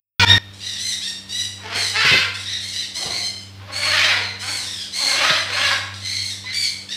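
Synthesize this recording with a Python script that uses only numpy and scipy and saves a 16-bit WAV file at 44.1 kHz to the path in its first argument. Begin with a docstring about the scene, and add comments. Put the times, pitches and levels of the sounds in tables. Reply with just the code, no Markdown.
"""A sudden, far too loud burst of room noise and bird calls comes first, then the level drops to normal.
The microphone stands in a hard-walled room with caged parrots. Shrill shrieks follow one another with
hardly a pause, and a macaw breaks in with harsh, low squawks; each voice is a buzzing syrinx and rushing
air, shaped by a throat. Behind them two motors hum and beat slowly, and a bird bumps about in its cage."""
import sys
import numpy as np
from scipy import signal
from scipy.fft import rfft, irfft, next_fast_len
from scipy.io import wavfile
from scipy.ndimage import map_coordinates

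SR = 44100
rng = np.random.default_rng(int(sys.argv[2]) if len(sys.argv) > 2 else 0)


def dump_mix(stems):
    """Bounce the given channels to the path in sys.argv[1] as a 16-bit WAV at rate SR."""
    frames = np.atleast_2d(stems).T  # one column per channel
    limited = np.clip(frames, -1, 1)  # hard clip at full scale
    pcm = np.round(limited * 32767).astype(np.int16)
    wavfile.write(sys.argv[1], SR, pcm)


N = 306936


def amp(db):
    return 10 ** (np.asarray(db) / 20)


def unit(x):
    return x / np.sqrt(np.mean(x ** 2) + 1e-20)


def along(points, hz):
    """Read (Hz, value) points on a log frequency axis."""
    freqs, values = np.transpose(points)
    return np.interp(np.log(hz + 1), np.log(freqs + 1), values)


def wobble(rate, size):
    """A smooth random curve, rate knots a second."""
    return map_coordinates(rng.standard_normal(size + 4), [np.arange(size) * min(rate / SR, 1)], order=1)


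def coloured(x, points):
    """Pass x through a (Hz, dB) response."""
    size = next_fast_len(len(x) + 4096)
    return irfft(rfft(x, size) * amp(along(points, np.fft.rfftfreq(size, 1 / SR))), size)[:len(x)]


def add(track, start, sound):
    """Mix a sound into the track at a start sample."""
    track[start:start + len(sound)] += sound[:max(len(track) - start, 0)]


def arch(start_s, swell_s, fade_s, edge_s):
    """First sample, soft on-off gate, swell still to come (1 to 0) and fade so far (0 to 1) of a call."""
    t = np.arange(int((swell_s + fade_s) * SR)) / SR
    gate = np.clip(np.minimum(t, t[-1] - t) / edge_s, 0, 1)
    return int(start_s * SR), gate, np.clip(1 - t / swell_s, 0, 1), np.clip((t - swell_s) / fade_s, 0, 1)


# The room's own noise. Each row: frequency in Hz, relative level in dB.
ROOM_TONE = [(25, -33), (70, 3), (150, -2), (300, -7), (700, -8), (1400, -10.5), (4000, -8.5), (8000, -26),
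             (15000, -30.5)]

def room_tone():
    """A faint, steady rumble and hiss all around the microphone."""
    return amp(-47) * unit(coloured(rng.standard_normal(N), ROOM_TONE))


# The hum's overtones, from the second harmonic up. Each entry: relative level in dB.
MOTOR_OVERTONES = [-9, -16, -23.5, -27]

def motors(hum_hz=97.6, beat_s=1.965, in_step_s=4.01, drift_db=1.6):
    """Two motors hum in the background; their fundamentals beat, the overtones stay more even."""
    phase = 2 * np.pi * np.cumsum(hum_hz * (1 + .0031 * wobble(9.2, N))) / SR
    slip = 2 * np.pi * (np.arange(N) / SR - in_step_s) / beat_s
    hum = amp(-44.5) * np.sin(phase) + amp(-46.5) * np.sin(phase + slip)
    overtones = sum(amp(db + 1.8 * wobble(3, N)) * np.sin(k * phase + rng.uniform(0, 2 * np.pi))
                    for k, db in enumerate(MOTOR_OVERTONES, 2))
    return np.sqrt(2) * (amp(drift_db * wobble(18, N)) * hum + amp(-43) * overtones)


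# A knock on a cage bar. Each row: start in seconds, level in dB, pitch in Hz, seconds to fall 60 dB.
BAR_TAPS = [(6.443, -36.5, 1013, 0.12)]

def cage_bar():
    """A lightly knocked bar rings briefly on one note."""
    track, t = np.zeros(N), np.arange(SR // 4) / SR
    for start_s, db, t60, hz in ((s, db, t60, hz) for s, db, hz, t60 in BAR_TAPS):
        add(track, int(start_s * SR), amp(db - 60 * t / t60) * np.sin(2 * np.pi * hz * t))
    return track


# Bumps in the cage. Each row: start in seconds, level in dB, seconds to fall 60 dB.
CAGE_BUMPS = [(1.754, -29.5, 0.071), (2.046, -26.5, 0.19), (2.113, -23.5, 0.16), (2.134, -16.5, 0.16),
              (2.183, -25, 0.067), (3.051, -37, 1), (5.303, -27.5, 0.17)]
# Their dull colour. Each row: frequency in Hz, relative level in dB.
BUMP_SPECTRUM = [(25, -43), (60, -11.5), (150, -3), (250, -13.5), (480, -7.5), (800, -22), (2500, -45)]

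def cage_bumps(attack_s=0.0017):
    """A bird bumps its cage: soft, low knocks that die without ringing."""
    track, t = np.zeros(N), np.arange(SR // 3) / SR
    for start_s, db, t60 in CAGE_BUMPS:
        thud = unit(coloured(rng.standard_normal(len(t)), BUMP_SPECTRUM))
        add(track, int(start_s * SR), thud * amp(db - 60 * t / t60) * (1 - np.exp(-t / attack_s)))
    return track


# The ring of the hard walls. Each row: frequency in Hz, seconds to fall 60 dB.
WALL_DECAY = [(150, 0.69), (1000, 0.71), (2200, 0.64), (4200, 0.58), (8000, 0.61), (15000, 0.46)]

def in_room(calls, voice, wet_db):
    """Each call reaches the microphone directly, then off the walls, where the treble dies soonest."""
    track = np.zeros(N)
    for call in calls:
        start, sound = voice(call)
        hz, t, noise = signal.stft(rng.standard_normal(SR * 3 // 4), SR, nperseg=256)
        decay = amp(-60 * t / along(WALL_DECAY, hz)[:, None])
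        tail = signal.istft(noise * decay, SR, nperseg=256)[1]
        response = amp(wet_db) * np.pad(tail / np.linalg.norm(tail), (SR // 300, 0))
        response[0] = 1  # the direct path
        add(track, start, signal.fftconvolve(sound, response / np.linalg.norm(response)))
    return track


# The macaw, heard a little more directly than off the walls. Each row: start, swell and fade in seconds,
# top pitch in Hz, relative level in dB, swell depth in dB, roughness (capped at 1), chest tone in dB.
MACAW_SQUAWKS = [ (0.13, 0.069, 0.09, 491, -40.5, 1, 0.24, -2),
                 (1.56, 0.2, 0.12, 478.3, -34.5, 27, 1.05, 2),
                 (1.925, 0.083, 0.032, 445, -23, 13, 0.34, -4.5),
                 (1.99, 0.11, 0.19, 538.7, -22, 2.5, 0.54, -7),
                 (2.935, 0.13, 0.15, 360.3, -56, 16, 1.15, 18.5),
                 (3.56, 0.45, 0.13, 606.2, -23.5, 41.5, 0.9, -3.5),
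                 (4.03, 0.084, 0.17, 520.6, -30, 15, 0.72, -3),
                 (4.39, 0.095, 0.2, 543.4, -41.5, 2, 1.04, 1.5),
                 (4.94, 0.27, 0.082, 560.4, -27.5, 32.5, 0.8, 1),
                 (5.2, 0.081, 0.14, 635.6, -24.5, 4, 0.72, -4.5),
                 (5.44, 0.235, 0.135, 565.6, -27, 15, 0.89, -2.5), ]
# Its wide throat. Each row: frequency in Hz, gain in dB.
MACAW_THROAT = [(150, -27), (330, -8), (480, -13), (680, -4.5), (950, -5.5), (1250, -3), (1650, 1),
                (2150, 1.5), (2700, -1), (3600, -3), (4900, -6.5), (5800, -15), (6700, -20.5),
                (12000, -35.5)]

def squawk(call, fade_db=14, flutter_db=2.0, sag=0.14, crest_shape=1.3):
    """Uneven syrinx pulses, each with a puff of air, ring the throat; one swell of effort drives it all."""
    start_s, swell_s, fade_s, top_hz, level_db, swell_db, rough, chest_db = call
    start, gate, early, late = arch(start_s, swell_s, fade_s, edge_s=0.044)
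    n = len(gate)
    # away from the crest the voice is quieter, lower, rougher and more from the chest
    eased_db = swell_db * early ** crest_shape + fade_db * late ** crest_shape
    off_crest = (early + late) ** crest_shape
    pitch = top_hz * (1 - sag * off_crest + .025 * rough * wobble(35, n))
    rough = np.clip(rough + .298 * off_crest, .15, 1)
    chest_db = chest_db + .43 * eased_db
    waver = rough * (.075 * wobble(75, n) + .04 * wobble(330, n))
    phase = 2 * np.pi * np.cumsum(pitch * (1 + waver)) / SR
    # each partial swells and shrinks on its own as the folds flap
    pulses = unit(sum(amp(4 * wobble(55, n)) * np.cos(k * phase + rng.normal(0, 1.2))
                      for k in range(1, 27)))
    # strong and weak pulses alternate chaotically: a growl between the harmonics
    growl = .9 * wobble(50, n) * np.cos(phase / 2) + .35 * wobble(300, n)
    pulses = unit(pulses * (1 + rough * growl))
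    puffs = .5 * rough * unit(rng.standard_normal(n) * (1 + np.cos(phase)))
    voice = unit(coloured(pulses + puffs, MACAW_THROAT))
    chest = coloured(voice, [(800, 2.0), (1150, -2.5), (1900, -24), (3000, -64)])
    envelope = gate * amp(level_db - eased_db + flutter_db * wobble(170.5, n))
    return start, envelope * (voice + (amp(chest_db) - 1) * chest)


def beak(voice, bright_db):
    """A wider beak tips the balance from the lowest harmonics toward the upper ones."""
    treble = coloured(voice, [(6350, -38), (6900, 1)])
    low = coloured(voice, [(2300, -7.5), (3100, -42)])
    high = coloured(voice - treble, [(4300, -16), (5200, -2.5)])
    tilt_db = .92 * np.clip(bright_db, -15, 6)
    body = voice - treble + (amp(-tilt_db) - 1) * low + (amp(tilt_db) - 1) * high
    return unit(body) + amp(bright_db - 12) * unit(treble)


# The shrieks, more distant, with more wall sound. Each row: start, swell and fade in seconds, top pitch
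# in Hz, opening rise and final fall as shares of that pitch, relative level in dB, swell depth in dB,
# brightness in dB, odd harmonics in dB, roughness from 0 to 1.
PARROT_SHRIEKS = [ (0.245, 0.046, 0.061, 925, 0.1, 0, -27, 3, -16, -38, 0.08),
                  (0.525, 0.037, 0.081, 888, 0.16, 0.4, -38, 2, 3, 4, 0.95),
                  (0.598, 0.096, 0.13, 980, 0.03, 0.18, -27, 5, -1, -8, 0.64),
                  (0.775, 0.12, 0.065, 1016, 0, 0.11, -21.5, 5, 3, -17.5, 0.31),
                  (1.005, 0.08, 0.029, 930.6, 0.15, 0, -20.5, 9, 0, -8.5, 0.2),
                  (1.278, 0.11, 0.078, 989, 0.06, 0.07, -21, 9, 1, -10, 0.26),
                  (1.74, 0.05, 0.14, 1066, 0, 0.1, -18, 4, 1.5, -12, 0.47),
                  (2.335, 0.059, 0.061, 977, 0.15, 0.25, -28.5, -5, 1.5, -9, 0.57),
                  (2.45, 0.051, 0.12, 972, 0, 0.06, -23, 0, -5, -23, 0.65),
                  (2.595, 0.032, 0.15, 1065, 0.02, 0.14, -26.5, 6, 2.5, -10, 0.55),
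                  (2.725, 0.056, 0.079, 1016, 0, 0.12, -22, -1, -2, -8.5, 0.6),
                  (2.935, 0.051, 0.1, 1050, 0.05, 0.09, -20, 7.5, 1.5, -9.5, 0.39),
                  (3.085, 0.083, 0.066, 1069, 0.05, 0.07, -21.5, 3.5, -1, -31, 0.63),
                  (3.215, 0.039, 0.034, 1062, 0.01, 0.05, -19, 8, 0, -7, 0.15),
                  (3.31, 0.0242, 0.11, 1056, 0.1, 0.05, -36.5, 3, 0, 5, 0.25),
                  (3.712, 0.097, 0.17, 1101, 0.03, 0.07, -19.5, 11.5, 0, -33, 0.29),
                  (4.02, 0.058, 0.043, 1025, 0.05, 0, -23.5, -2, -2, -25, 0.08),
                  (4.19, 0.047, 0.088, 1053, 0, 0.05, -26, 10, -9.5, -21, 0.42),
                  (4.385, 0.16, 0.12, 1094, 0.07, 0.19, -23.5, 9.5, 4.5, -12.5, 0.42),
                  (4.625, 0.062, 0.2, 933, 0.04, 0.21, -27, 8, 0.5, -15, 0.69),
                  (4.915, 0.15, 0.11, 1083, 0.02, 0.1, -16.5, 12, 1.5, -23, 0.5),
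                  (5.205, 0.036, 0.084, 1032, 0.15, 0.04, -24, 9, -1, -23, 0),
                  (5.32, 0.053, 0.072, 1022, 0, 0.03, -22.5, 5, -1.5, -9, 0.25),
                  (5.495, 0.059, 0.24, 1067, 0.06, 0.16, -26, 13, 2.5, -33, 0.17),
                  (5.93, 0.04, 0.055, 940, 0.15, 0.08, -32.5, -5, 0.5, -5, 0.6),
                  (6.0, 0.11, 0.12, 1060, 0.02, 0, -21, 13, -1.5, -15.5, 0.45),
                  (6.2, 0.044, 0.115, 1091, 0.01, 0.22, -24, 11, 3, -34, 0.47),
                  (6.43, 0.065, 0.065, 1025, 0.05, 0.21, -26.5, 5, -14.5, -12, 0.6),
                  (6.52, 0.08, 0.1, 1153, 0.03, 0.14, -19, 4.5, 1.5, -15, 0.29),
                  (6.88, 0.11, 0.06, 962, 0.06, 0.2, -25.5, 1.5, -3, -12, 0.5), ]
# The parrot's small throat. Each row: frequency in Hz, gain in dB.
PARROT_THROAT = [(900, -50), (1450, -13.5), (1950, -7.5), (2250, -5), (2650, -5), (3300, 4), (4100, 4),
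                 (5000, 2.5), (6200, -5.5), (6750, -14), (7800, -16.5), (10200, -25.5), (11800, -34.5),
                 (15000, -41)]

def shriek(call, fade_db=10.5, flutter_db=2.1, scoop=0.1):
    """The syrinx buzzes near 1 kHz, mostly on even harmonics; pitch and level arch together."""
    start_s, swell_s, fade_s, top_hz, rise, fall, level_db, swell_db, bright_db, odd_db, rough = call
    start, gate, early, late = arch(start_s, swell_s, fade_s, edge_s=0.011)
    n = len(gate)
    pitch = top_hz * (1 - rise * early ** 2 - fall * late ** 1.3 + .00566 * wobble(35, n))
    arch_db = level_db - swell_db * early ** 2 - fade_db * late ** 2
    # away from the crest the voice is hoarser, with more of the odd harmonics
    off_crest = (early + late) ** 2
    odd_db = odd_db + 13.5 * off_crest
    rough = np.clip(rough + .16 * off_crest, .1, 1)
    waver = (.005 + .04 * rough) * wobble(140, n) + .045 * rough * wobble(560, n)
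    # the pitch scoops upward and the voice swells as the pressure builds
    slack = np.exp(-np.arange(n) / SR / .013)
    phase = 2 * np.pi * np.cumsum(pitch * (1 + waver - scoop * slack)) / SR
    tone = sum(amp(odd_db * (k % 2)) * np.sin(k * phase + rng.uniform(0, 2 * np.pi))
               for k in range(1, 16))
    tone = tone * (1 + rough * wobble(480, n))  # cycles of uneven strength smear each harmonic
    # air tears through once a cycle, and takes over in the treble
    breath = rng.standard_normal(n) * (1 + .17 * np.cos(phase))
    rasp = coloured(breath, [(2600, 3.0), (4000, -4.5), (6200, 2), (8000, 16)])
    voice = coloured(tone + 1.34 * np.sqrt(rough) * rasp, PARROT_THROAT)
    envelope = gate * (1 - slack) * amp(arch_db + flutter_db * wobble(150, n))
    return start, envelope * beak(voice, bright_db)


def scene():
    """One microphone hears the birds over the motors, the cage and the room tone."""
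    parrots = amp(-1) * in_room(PARROT_SHRIEKS, shriek, wet_db=1.5)
    macaw = amp(10.5) * in_room(MACAW_SQUAWKS, squawk, wet_db=-1.5)
    return (parrots + macaw + motors() + cage_bumps() + cage_bar() + room_tone())[None]


# The overall level at the opening. Each row: time in seconds, gain in dB.
OPENING_GAIN = [(0.1955, -70), (0.1965, 20), (0.249, 20), (0.251, 2), (0.275, 14), (0.295, 20), (0.381, 20),
                (0.382, 0)]

def record(dry, top_hz=15550):
    """The level leaps and drops at the opening; peaks round off at full scale; the band ends steeply."""
    gain_db = np.interp(np.arange(N) / SR, *np.transpose(OPENING_GAIN))
    driven = dry * amp(gain_db)
    rounded = driven / (1 + driven ** 6) ** (1 / 6)
    return irfft(rfft(rounded) * (np.fft.rfftfreq(N, 1 / SR) < top_hz), N)


dry = scene()
out = record(dry)
dump_mix(out)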